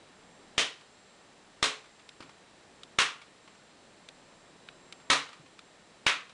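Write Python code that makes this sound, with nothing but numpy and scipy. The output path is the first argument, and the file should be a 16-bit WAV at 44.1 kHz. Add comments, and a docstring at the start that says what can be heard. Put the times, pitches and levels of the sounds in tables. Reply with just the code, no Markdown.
"""A small, hard-walled room, one microphone close to a laptop whose plastic bezel is pried off by hand.
Over quiet room noise with faint whines, a clip jumps off its ledge at 0.6 s and another at 1.6 s.
Each crack rings the frame and fills the room; the freed strip settles on the lid, and the noise, which
dips at the snap, creeps back. From 2 s the strained plastic ticks, the strip taps and a hand softly
bumps the lid, while three more clips let go at 3.0, 5.1 and 6.1 s."""
import sys
import numpy as np
from scipy import signal
from scipy.fft import rfft, irfft, next_fast_len
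from scipy.io import wavfile
from scipy.ndimage import map_coordinates

SR = 44100
rng = np.random.default_rng(int(sys.argv[2]) if len(sys.argv) > 2 else 0)


def dump_mix(stems):
    """Bounce the given channels to the path in sys.argv[1] as a 16-bit WAV at rate SR."""
    frames = np.atleast_2d(stems).T  # one column per channel
    limited = np.clip(frames, -1, 1)  # hard clip at full scale
    pcm = np.round(limited * 32767).astype(np.int16)
    wavfile.write(sys.argv[1], SR, pcm)


N = 279153

# clips letting go: t/s, level/dB, crack/dB, body/dB, frame/dB, edge/dB, fizz/dB, hook f/Hz, hook ring/dB
CLIP_RELEASES = [(0.5802, -2.5, 0.5, 5.5, -6.5, -4.5, -4.5, 3060, 4.5),
                 (1.6279, -3.5, 2, 6.5, -3.5, -5.5, -3, 4130, 4.5),
                 (2.9874, 0, 0, -0.5, 0, -7, -5.5, 2800, 4), (5.1015, 0.5, 1, 6, 0, -6, -4, 4060, 4.5),
                 (6.0659, -1.5, 3.5, -0.5, -1.5, -8.5, -9.5, 2530, 4)]
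# spectrum of the plastic's ticks and of the hiss before a snap: f/Hz, level/dB
TICK_SPECTRUM = [(100, -34), (1000, -31), (1350, -4.5), (1800, -20), (2350, -0.5), (2750, -5), (3500, 6.5),
                 (4300, 0), (5200, -8), (10000, -19.5)]


def clips():
    """A faint hiss swells for about 3 ms, then each hook lets go with a one-sided pressure spike."""
    track = np.zeros(N)
    lead = np.arange(-SR // 300, SR // 2000) / SR  # seconds around the release
    for s, db, *tone in CLIP_RELEASES:
        lead_in_hiss = amp(-31) * noise(lambda hz: along(TICK_SPECTRUM, hz), len(lead))
        lead_in_hiss *= np.exp(lead / .0015)
        spike = -amp(-7.8) * np.exp(-(lead / .00008) ** 2)
        add(track, s + lead[0], lead_in_hiss + spike)
        add(track, s + .00015, amp(db) * snap(*tone))
    return track


def snap(crack_db, body_db, frame_db, edge_db, fizz_db, hook_hz, hook_db):
    """One clip as it reaches the microphone: the crack, the ringing frame, first echoes, then the room."""
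    spectrum = [(30, -35), (110, -27.5), (280, -15.5), (550, -13.5), (850, -11), (1100, -.5), (1550, -2.5),
                (2600, -3), (3800, 1.5), (4500, -3.5), (6200, -6), (8200, -12), (10000, -17.5)]  # snapping plastic: f/Hz, level/dB
    echoes = [(0.0116, -18), (.028, -21)]  # scattered returns from desk and near walls: delay/s, level/dB
    t = np.arange(SR // 2) / SR
    # the place along the edge decides which regions of the spectrum are driven
    place = [(250, body_db / 2), (600, body_db), (1300, frame_db), (2500, 0.0073),
             (4200, edge_db), (8000, fizz_db)]
    hook = lambda hz: hook_db * np.exp(-((hz - hook_hz) / 200) ** 2)
    colour = lambda hz: along(spectrum, hz) + along(place, hz) + hook(hz)
    thin = lambda hz: colour(hz) + along([(500, -9), (1200, 8.5)], hz)  # a small hook radiates little bass
    sound = amp(crack_db - 17.5) * noise(thin, len(t)) * amp(-60 * t / 0.051)
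    sound += amp(-21) * frame_ring(t, place, scatter_db=3.0) * (1 - np.exp(-t / 0.0044))
    for delay, db in echoes:
        add(sound, delay, amp(db) * burst(colour, rise_s=0.0015, t60=0.06))
    return sound + amp(-24.5) * room_tail(colour, hold_s=0.033, build_s=0.0022)


def frame_ring(t, place, scatter_db):
    """The frame's modes; every clip that opens changes their strength and, slightly, their pitch."""
    modes = [(145.6, -32.5, 0.42), (274, -24.5, 0.31), (433, -26, 0.4), (542, -26, 0.29),
             (1062, -25.5, 0.54), (1113, -20, 0.18), (1220, -22, 0.46), (1305, -15, 0.3), (1400, -19, 0.47),
             (1537, -11.5, 0.19), (1883, -10, 0.28), (2055, -21, 0.37), (2500, -32, 0.18), (2720, -25, 0.3),
             (3160, -21, 0.28), (3750, -15, .3)]  # resonances of frame and lid: f/Hz, level/dB, t60/s
    ring = np.zeros(len(t))
    for hz, db, t60 in modes:
        envelope = amp(db + along(place, hz) + scatter_db * rng.standard_normal() - 60 * t / t60)
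        ring += envelope * np.sin(2 * np.pi * (hz * rng.normal(1, .006) * t + rng.random()))
    return ring


def strain_ticks():
    """Tiny slips in the strained frame: a few milliseconds of dry crackle."""
    slips = [(2.0899, -38.5, -9, -7), (2.833, -37.5, -7.5, -6), (4.087, -36.5, -6, -8),
             (4.6872, -35.5, 3, -17), (4.9244, -33, -10.5, -6.5), (5.5905, -38.5, -6, -10)]  # slips under strain: t/s, level/dB, low share/dB, high share/dB
    track = np.zeros(N)
    for s, db, low_db, high_db in slips:
        tilt = [(1400, low_db + 16.5), (3500, 0), (7000, high_db + 11)]
        colour = lambda hz: along(TICK_SPECTRUM, hz) + along(tilt, hz)
        slip = burst(colour, rise_s=.0004, t60=.02, hold_s=.002)
        room = amp(-40) * room_tail(colour, hold_s=0.0063, build_s=.005)
        add(track, s, amp(db - 4.5) * (slip + room))
    return track


def strip_taps():
    """The freed strip touches the lid dully: under the hands, as it settles after a snap, and by chance."""
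    grip_taps = [(1.994, -49, -15), (2.204, -37.5, 3), (2.224, -43.5, -20), (2.292, -46, -3),
                 (3.475, -45.5, -13), (5.289, -40, -8)]  # contacts as the grip changes: t/s, level/dB, knock/dB
    spectrum = [(70, -14.5), (150, 6), (700, -1.5), (1200, 4.5), (1700, -2), (2400, 0.5), (4000, -3.5),
                (5500, -10), (10000, -22)]  # strip meeting lid: f/Hz, level/dB
    settle_s, light_knock_db = .228, -20  # light contacts hardly knock the lid
    settles = [(s + settle_s, -41.5 + 2.5 * db, light_knock_db) for s, db, *_ in CLIP_RELEASES]
    brushes = [(second + when, -50 - 0.5 * (2 * chance - 1), light_knock_db)
               for second, (when, chance) in enumerate(rng.random(size=(8, 2)))]
    track = np.zeros(N)
    for s, db, knock_db in grip_taps + settles + brushes:
        colour = lambda hz: along(spectrum, hz) + along([(400, knock_db), (1100, 0)], hz)
        contact = burst(colour, rise_s=.001, t60=.06)
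        room = amp(-13) * room_tail(colour, hold_s=0.006, build_s=0.0075)
        add(track, s, amp(db - 3) * (contact + room))
    return track


def hand_bumps():
    """A hand shifts its grip: flesh drives only the lowest resonances of the lid."""
    bumps = [(2.245, -49.5), (5.396, -50), (5.437, -53.5)]  # hand on the lid: t/s, level/dB
    dull = [(60, -36), (145, 18.0), (200, -7), (280, 12), (500, -16), (1200, -21), (4000, -60)]
    track = np.zeros(N)
    for s, db in bumps:
        add(track, s, amp(db) * burst(lambda hz: along(dull, hz), rise_s=.002, t60=0.15))
    return track


def room_tail(colour_db, hold_s, build_s):
    """Wall echoes crowd in and hold the level, then each band dies at its own speed."""
    decay_times = [(100, 0.26), (500, 0.36), (1300, 0.34), (3000, 0.32), (6000, 0.29), (10000, 0.25)]  # reverberation of the room: f/Hz, t60/s
    hz, t, bands = signal.stft(noise(colour_db, SR // 2), SR, nperseg=512)
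    fade = amp(-60 * np.maximum(t - hold_s, 0) / along(decay_times, hz)[:, None])
    tail = signal.istft(bands * fade, SR, nperseg=512)[1][:SR // 2]
    return tail * (1 - np.exp(-np.arange(SR // 2) / SR / build_s))


def room_tone():
    """Room noise whose lower part dips after each snap, with thin whines that slowly swell and sink."""
    spectrum = [(15, -55), (25, -4), (33, -11.5), (70, -9.5), (181, -0.5), (257, -1), (560, -2), (1050, -6),
                (1820, -9.5), (2170, -10.5), (3860, -13.5), (6700, -19.5), (7780, -18.5), (8390, -21.5),
                (10000, -24.5), (13000, -100), (22000, -120)]  # room noise: f/Hz, level/dB
    tones = [(7570, 30, -76, 2.5), (1810, 15.7, -76.5, -1), (1880, 8.2, -82.5, -3), (3900, 130, -77.5, 2.5),
             (4230, 200, -81.5, 3.5)]  # faint whines: f/Hz, width/Hz, level/dB, swing/dB
    air = amp(-57) * noise(lambda hz: along(spectrum, hz), N)
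    low = filtered(air, lambda hz: 1 / (1 + (hz / 1700) ** 2))
    drift = lambda: map_coordinates(rng.standard_normal(40), [np.arange(N) * 4 / SR], mode="mirror")
    whines = sum(amp(db + swing_db * drift()) * whine(hz, width) for hz, width, db, swing_db in tones)
    return air - low + dip(depth_db=5.5, recover_s=0.73) * low + whines


def dip(depth_db, recover_s):
    """A gain that drops at every snap and recovers slowly."""
    t = np.arange(N) / SR
    dips = [(t > s) * np.exp(-np.abs(t - s) / recover_s) for s, *_ in CLIP_RELEASES]
    return amp(-depth_db * np.max(dips, axis=0))


def whine(hz, width_hz):
    """A tone of steady strength whose pitch trembles within a narrow band."""
    tremble = noise(lambda f: -20 * np.log10(1 + (f / width_hz) ** 2), N)
    return unit(np.sin(2 * np.pi * np.cumsum(hz + width_hz / 2 * tremble) / SR))


def burst(colour_db, rise_s, t60, hold_s=0):
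    """Coloured noise that rises quickly and, after hold_s, falls 60 dB in t60 seconds."""
    t = np.arange(SR // 2) / SR
    decay = amp(-60 * np.maximum(t - hold_s, 0) / t60)
    return noise(colour_db, len(t)) * decay * (1 - np.exp(-t / rise_s))


def noise(colour_db, size):
    """Noise of rms 1 whose spectrum in dB is a function of frequency."""
    return unit(filtered(rng.standard_normal(size), lambda hz: amp(colour_db(hz))))


def filtered(x, response):
    """Filter x by a gain given as a function of frequency."""
    size = next_fast_len(len(x) + SR // 8)
    return irfft(rfft(x, size) * response(np.fft.rfftfreq(size, 1 / SR)), size)[:len(x)]


def along(points, hz):
    """Read (f/Hz, value) points on a log frequency axis."""
    f, v = np.transpose(points)
    return np.interp(np.log(hz + 1), np.log(f + 1), v)


def amp(db):
    """Decibels to gain."""
    return 10 ** (np.asarray(db) / 20)


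def unit(x):
    """Scale to rms 1."""
    return x / np.sqrt(np.mean(x ** 2) + 1e-20)


def add(track, s, sound):
    """Mix a sound into the track at s seconds."""
    part = track[round(s * SR):][:len(sound)]
    part += sound[:len(part)]


def scene():
    """Laptop and room at one microphone."""
    return (clips() + strain_ticks() + strip_taps() + hand_bumps() + room_tone())[None]


def record(dry):
    """The recorder rounds off the highest peaks and keeps nothing above its band limit."""
    ceiling, top_hz = .6, 10200
    rounded = dry[0] / (1 + np.abs(dry[0] / ceiling) ** 4) ** (1 / 4)
    return filtered(rounded, lambda hz: 1 / np.sqrt(1 + (hz / top_hz) ** 200))[None]


dry = scene()
out = record(dry)
dump_mix(out)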